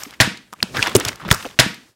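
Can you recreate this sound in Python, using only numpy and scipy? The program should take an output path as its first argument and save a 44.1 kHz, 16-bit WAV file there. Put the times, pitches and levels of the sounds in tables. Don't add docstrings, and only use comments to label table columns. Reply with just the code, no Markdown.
import sys
import numpy as np
from scipy import signal
from scipy.fft import rfft, irfft
from scipy.io import wavfile
from scipy.ndimage import uniform_filter1d

SR = 44100
rng = np.random.default_rng(int(sys.argv[2]) if len(sys.argv) > 2 else 0)


def to_wav(s):
    ch = np.atleast_2d(s).T
    pcm = np.round(np.clip(ch, -1, 1) * 32767)
    wavfile.write(sys.argv[1], SR, pcm.astype(np.int16))


def nominal_scale(level):
    x = np.asarray(level, float) / 20
    return 10 ** x


N = 85995


def unit(x):
    return x / np.sqrt(np.mean(x ** 2) + 1e-18)


def curve(table, hz):
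    table = np.array(table, float)
    return np.interp(np.log(np.maximum(hz, 1)), np.log(table[:, 0]), table[:, 1])


def colour(x, table):
    gain = nominal_scale(curve(table, np.fft.rfftfreq(len(x), 1 / SR)))
    return unit(irfft(rfft(x) * gain, len(x)))


def reson(x, hz, q):
    return signal.lfilter(*signal.iirpeak(min(hz, .45 * SR), q, fs=SR), x)


def add(out, s, x):
    i = max(int(s * SR), 0)
    out[i:i + len(x)] += x[:max(N - i, 0)]


def decay(t, t60_s):
    return np.exp(-np.log(1000) * t / t60_s)


def ring(hz, t60_s, size=N // 4):
    t = np.arange(size) / SR
    return np.sin(2 * np.pi * hz * t) * decay(t, t60_s)


def wobble(rate_hz, size):
    k = int(SR / rate_hz)
    return unit(uniform_filter1d(uniform_filter1d(rng.standard_normal(size), k), k))


def clacks(rows, chatter=1):
    rise_ms, click_q = .3, 1.33
    size = 2048
    out, t_ms = np.zeros(N), np.arange(size) / SR * 1000
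    first_touch = 2.38 * (np.arange(size) == int(rise_ms * SR / 500))
    for (s, db, hz, ms), grit in zip(rows, rng.standard_normal((len(rows), size))):
        push = chatter * grit * (1 - np.exp(-t_ms / rise_ms)) * np.exp(-(t_ms / ms) ** 1.86)
        push = push + first_touch
        click = reson(reson(push, hz, click_q), hz, click_q)
        broad = signal.lfilter(*signal.butter(3, min(3.26 * hz, .45 * SR), fs=SR), push)
        crack = reson(push, 8000, 0.4)
        frame = reson(push, 930, 1.0)
        x = unit(click) + nominal_scale(-4) * unit(broad) + nominal_scale(-10.5) * unit(crack) + nominal_scale(-11) * unit(frame)
        if chatter:
            x = x / np.abs(x).max()
        else:
            x = unit(x) * np.sqrt(ms / 200)
        add(out, s, nominal_scale(db) * x)
    return out


def thumps(rows):
    out, t = np.zeros(N), np.arange(8192) / SR
    for s, db, hz, t60_s in rows:
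        bend = 1 + 0.12 * np.exp(-t / 0.0074) + 0.1 * wobble(74, len(t))
        phase = 2 * np.pi * hz * np.cumsum(bend) / SR
        modes = np.sin(phase) + 0.33 * np.sin(1.425 * phase)
        add(out, s, nominal_scale(db) * modes * (1 - np.exp(-t * hz * 3)) * decay(t, t60_s))
    return out


def room(x):
    # (frequency [Hz], t60 [s])
    room_t60 = [(100, 0.24), (300, 0.4662), (800, 0.18), (1600, 0.36), (3500, 0.3836), (7000, 0.336),
                (14000, 0.11)]
    # (frequency [Hz], level [dB])
    room_colour = [(100, -2.5), (300, -7), (800, 3.5), (1600, 2), (3500, -13.5), (7000, -7.5), (14000, 0)]
    t = np.arange(N // 3) / SR
    tail = np.zeros(len(t))
    for hz in 80 * 2 ** np.arange(0, 7.7, .5):
        band = unit(reson(rng.standard_normal(len(t)), hz, 2.5)) * np.sqrt(hz)
        tail += nominal_scale(curve(room_colour, hz)) * band * decay(t, curve(room_t60, hz))
    tail = tail * (1 - np.exp(-t / 0.0034))
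    return signal.fftconvolve(x, tail / np.sqrt(np.sum(tail ** 2)))[:N]


def room_floor():
    # (frequency [Hz], level [dB])
    floor_colour = [(30, -13), (100, -3), (233, -7.5), (700, -17), (2000, -21.5), (4400, -15), (8000, -8.5),
                    (16000, -18.5)]
    return nominal_scale(-66) * colour(rng.standard_normal(N), floor_colour)


def slide():
    # (time [s], level [dB], hiss of fast rubbing [dB], rumble of the grip [dB])
    effort = [(0, -40, 9, -9), (.19, -58, 3, 4), (.5, -65.5, -8, 5), (.61, -58, 11, 7),
              (.72, -53.5, 12, 15), (0.761, -29.5, 0, 1), (.81, -31.5, 6, 5), (.86, -26, -2, -7),
              (.94, -37.5, -1, 2), (1.0, -32.5, -7, -3), (1.078, -36.5, 9.5, 4), (1.17, -48.5, -4, -0.5),
              (1.212, -46.5, 3.5, 1.5), (1.289, -33, -33, 6), (1.3, -44, 15, 1), (1.42, -41.5, 9, -5.5),
              (1.571, -54.5, 4.5, 2), (1.95, -64.5, 11, 6.5)]
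    # (frequency [Hz], level [dB])
    rub_colour = [(150, -41), (500, -6), (1200, 0.5), (1700, 0), (2200, -3.5), (3500, -5), (6500, -22.5),
                  (16000, -49.5)]
    hiss_colour = [(1500, -24.5), (5000, 1.5), (9000, -5.5), (16000, -15.5)]
    grip_colour = [(40, -7.5), (120, -3.5), (330, -6), (600, -11.5), (2000, -49.5)]
    grains_per_s, grain_spread_db = 4000, .8
    chance, size = rng.random((2, N))
    grains = (chance < grains_per_s / SR) * nominal_scale(-grain_spread_db * np.log(size + 1e-9))
    grains = grains * rng.standard_normal(N)
    rub = unit(grains) + rng.standard_normal(N)
    table = np.array(effort, float)
    t = np.arange(N) / SR
    db, hiss_db, grip_db = (np.interp(t, table[:, 0], col) for col in table.T[1:])
    x = colour(rub, rub_colour) * nominal_scale(4.1 * wobble(130, N))
    x = x + nominal_scale(hiss_db - 9.5) * colour(rng.standard_normal(N), hiss_colour)
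    x = x + nominal_scale(grip_db - 3 + 2.0 * wobble(27, N)) * colour(rng.standard_normal(N), grip_colour)
    return nominal_scale(db) * x


def springs():
    # (frequency [Hz], level [dB], t60 [s])
    modes = [(8550, -14, .2), (11085, -8, .25), (11413, -7, .25), (13910, -4, .3), (14422, 0, .33)]
    # (time [s], level [dB])
    hits = [
        (0, -45),
        (0.254, -50.5),
        (.895, -56),
        (1.426, -49),
        (1.675, -51.5),
    ]
    out = np.zeros(N)
    for (s, db), share in zip(hits, rng.standard_normal((len(hits), len(modes)))):
        for (hz, mode_db, t60_s), c in zip(modes, share):
            uneven = 1 + 0.44 * wobble(60, N // 4)
            add(out, s, nominal_scale(db + mode_db + 1.5 * c) * ring(hz, t60_s) * uneven)
    return out


def knocks():
    # (time [s], level [dB], frequency [Hz], ring t60 [ms], bright tick [dB])
    rows = [(.529, -23.5, 1150, 14, -7.5), (.5355, -25, 1200, 12, -6), (.5395, -31, 1150, 25, -17.5),
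            (.6286, 0.5, 4800, 7.3, -22), (.753, -23, 1290, 20, -24), (.769, -16, 4730, 15, -28.5),
            (.7835, -18.5, 1730, 36, -21.5), (.7925, -11.5, 1640, 33, -16), (.801, -21, 1660, 16, -27.5),
            (.604, -24.5, 2650, 14, -22), (.8265, -9.5, 2720, 21, -23.5), (.832, -18.5, 2320, 17, -18),
            (.8385, -19, 2880, 12, -13.5), (.853, -19, 1400, 16, -22.5), (.862, -27, 2760, 14, -17.5),
            (.869, -17, 1790, 14, -21), (.877, -19.5, 1270, 25, -25), (.892, -27, 2000, 17, -22),
            (.917, -26, 1280, 18, -18), (.998, -19.5, 1470, 22, -16), (1.008, -26, 1910, 21, -19),
            (1.036, -35, 1790, 14, -17), (1.0525, -14, 3540, 9.9, -13.5), (1.0905, -16.5, 5460, 5.3, -15),
            (1.204, -30, 1500, 37, -24.5), (1.217, -29, 1160, 28, -22.5), (1.2375, -29.5, 1040, 23, -19),
            (1.2505, -23, 1040, 20, -24), (1.269, -32, 1500, 24, -21), (1.2815, -28.5, 1330, 33, -19.5),
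            (1.326, -11, 1370, 4.4, -18.5), (1.344, -19, 1230, 15, -24.5), (1.4475, -22.5, 1350, 15, -17),
            (1.453, -21, 756, 9.6, -18), (1.4585, -23.5, 655, 14, -18), (1.4625, -20, 600, 12, -21.5),
            (1.4532, -22.5, 2660, 11, -20), (1.4585, -25.5, 2630, 11, -21), (1.659, -20.5, 1820, 24, -18),
            (1.3205, -15.5, 1000, 9.8, -18.5)]
    spread = 0.15
    out = np.zeros(N)
    for (s, db, hz, ms, tick_db), c in zip(rows, rng.standard_normal((len(rows), 128))):
        detune = (0, np.tanh(c[0]), np.tanh(c[1]))
        x = sum(ring(hz * (1 + spread * d), ms / 1000, size=2048) for d in detune) / 2
        x[:128] += 3 * nominal_scale(tick_db) * reson(c * np.exp(-np.arange(128) / 31.0), 4500, .6)
        add(out, s, nominal_scale(db) * x * (1 - np.exp(-np.arange(2048) / 6.4)))
    return out


def mechanism():
    # (time [s], level [dB], centre [Hz], length [ms])
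    stops = [(.6265, -7, 2000, 2.5), (.6278, 4, 2980, 1.97), (.7685, -7, 1550, 5.4), (.775, -12, 1620, 2.3),
             (.8208, -11.5, 1670, 1.6), (.8258, -1, 2410, 5.1), (.838, -23, 3000, 3.8),
             (.951, 3.5, 6400, 1.3), (.954, 1, 2980, 5.7), (.9555, -0.5, 6000, 4.1), (.964, 4, 8000, 1.4),
             (.9675, -5, 8000, 0.93), (1.0502, -5.5, 4940, 1.6), (1.0525, -16, 5000, 1.3),
             (1.0835, -8.5, 3850, 2.8), (1.086, -5.5, 6400, 0.89), (1.0905, -8.5, 1540, 0.83),
             (1.0925, -15, 2000, 2.8), (1.2893, -11, 1300, 0.86), (1.304, -9, 2180, 3.7),
             (1.312, 6.5, 1210, 4.2), (1.3122, 6.5, 2900, 3.16), (1.3165, -0.5, 7240, 2.4),
             (1.325, -8.5, 5150, 4.1), (1.34, -12.5, 5000, 2.2), (1.345, -12, 6160, 3.4)]
    # (time [s], level [dB], centre [Hz], length [ms])
    ticks = [(.0345, -16, 5710, 2), (.108, -27.5, 3770, 1.7), (.136, -30, 2000, 11),
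             (.372, -28.5, 3190, 5.2), (.5255, -39.5, 5000, 2.1), (1.081, -12.5, 2540, 1.5),
             (1.0495, -15, 1399, 1.7), (.809, -26, 1640, 3), (.793, -36, 1720, 4), (.8725, -7, 5460, 0.93),
             (.895, -26, 7700, 3), (.929, -27.5, 4060, 2.5), (.9995, -8, 5540, 1.5),
             (1.107, -33, 2870, 1.8), (1.125, -34, 2440, 2), (1.129, -25, 1920, 3.5),
             (1.1435, -52, 2980, 1.5), (1.1575, -24, 5100, 1.7), (1.198, -29, 1000, 6.7),
             (1.251, -34, 3120, 2.2), (1.4262, -19.5, 2900, 1.6), (1.474, -29, 3580, 2.9),
             (1.279, -30, 5000, 8), (1.464, -27.5, 4500, 1.9), (1.488, -29.5, 2210, 2.5),
             (1.511, -30, 2400, 1.8), (1.743, -28, 4300, 5.8)]
    # (time [s], level [dB], frequency [Hz], t60 [s])
    blows = [(.065, -28.5, 262, 0.059), (.525, -39, 237, 0.071), (.625, -16, 125, 0.031),
             (.634, -14, 194.4, 0.043), (.782, -14.5, 120, 0.064), (.875, -19.5, 322, 0.051),
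             (.9515, 6, 330, 0.044), (.952, -1, 105, 0.061), (.964, -10, 266, 0.067),
             (1.02, -25, 305, 0.056), (1.062, -15.5, 120, 0.059), (1.255, -21, 177, 0.068),
             (1.312, 7.5, 176, 0.025), (1.313, -9.5, 100, 0.048), (1.325, -13.5, 342, 0.037),
             (1.466, -22.5, 450, 0.024), (1.45, -22, 250, 0.06)]
    return clacks(stops) + clacks(ticks), thumps(blows), clacks(stops, 0) + clacks(ticks, 0)


def shots():
    # (time [s], level [dB])
    releases = [
        (0.2014, -1),
        (1.5893, -0.5),
    ]
    # (delay [s], level [dB], centre [Hz], length [ms])
    contacts = [
        (0, 6, 2000, 4),
        (.0062, 5.5, 3570, 8.5),
        (.0105, -4.5, 2590, 3.9),
        (.0135, -3, 4950, 2.2),
        (.019, -2.5, 1667, 3),
    ]
    # (delay [s], level [dB], frequency [Hz], t60 [s])
    kicks = [
        (.002, -7.5, 81.5, 0.036),
        (.002, -2, 127, 0.062),
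        (.006, -5.5, 216, 0.041),
        (.073, -9, 225, 0.039),
        (.112, -29.5, 200, .05),
    ]
    # (frequency [Hz], level [dB], t60 [s])
    limbs = [(675, -5, 0.08), (1488, -10.5, 0.21), (1617, -13, 0.099), (1874, -5, 0.028),
             (2000, -7.5, 0.05)]

    def at_shots(rows):
        return [(s + delay, db + gain, a, b) for s, db in releases for delay, gain, a, b in rows]

    slap, bare = clacks(at_shots(contacts)), clacks(at_shots(contacts), 0)
    rung = np.zeros(N)
    for hz, db, t60_s in limbs:
        mode = signal.fftconvolve(bare, ring(hz, t60_s))[:N]
        rung += nominal_scale(db) * mode * (1 + 0.69 * wobble(150, N))
    return slap + nominal_scale(-2) * rung / np.abs(rung).max(), thumps(at_shots(kicks)), bare


def scene():
    slap, kick, bare_shots = shots()
    parts, blows, bare_parts = mechanism()
    rattle = knocks()
    wet = room(nominal_scale(-12) * (bare_shots + kick) + nominal_scale(-23.5) * (bare_parts + blows))
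    wet = wet + nominal_scale(-29.5) * room(rattle)
    steady = room_floor() + slide() + springs()
    return (steady + rattle + parts + blows + slap + kick + wet)[None]


def low_pass(x):
    return signal.sosfilt(signal.butter(12, 16480, fs=SR, output="sos"), x)


def record(dry):
    fade_start_s, fade_len_s = 1.9, .05
    low_cut_hz, top_hz, drive, gain = 40, 15800, 1.132, 0.96
    fade = nominal_scale(-16 * np.clip((np.arange(N) / SR - fade_start_s) / fade_len_s, 0, 1))
    x = signal.sosfilt(signal.butter(3, low_cut_hz, "high", fs=SR, output="sos"), dry)
    x = np.tanh(drive * x) * fade
    x = signal.sosfilt(signal.ellip(8, .2, 70, top_hz, fs=SR, output="sos"), x)
    return low_pass(np.clip(gain * x, -1, 1))


dry = scene()
out = record(dry)
to_wav(out)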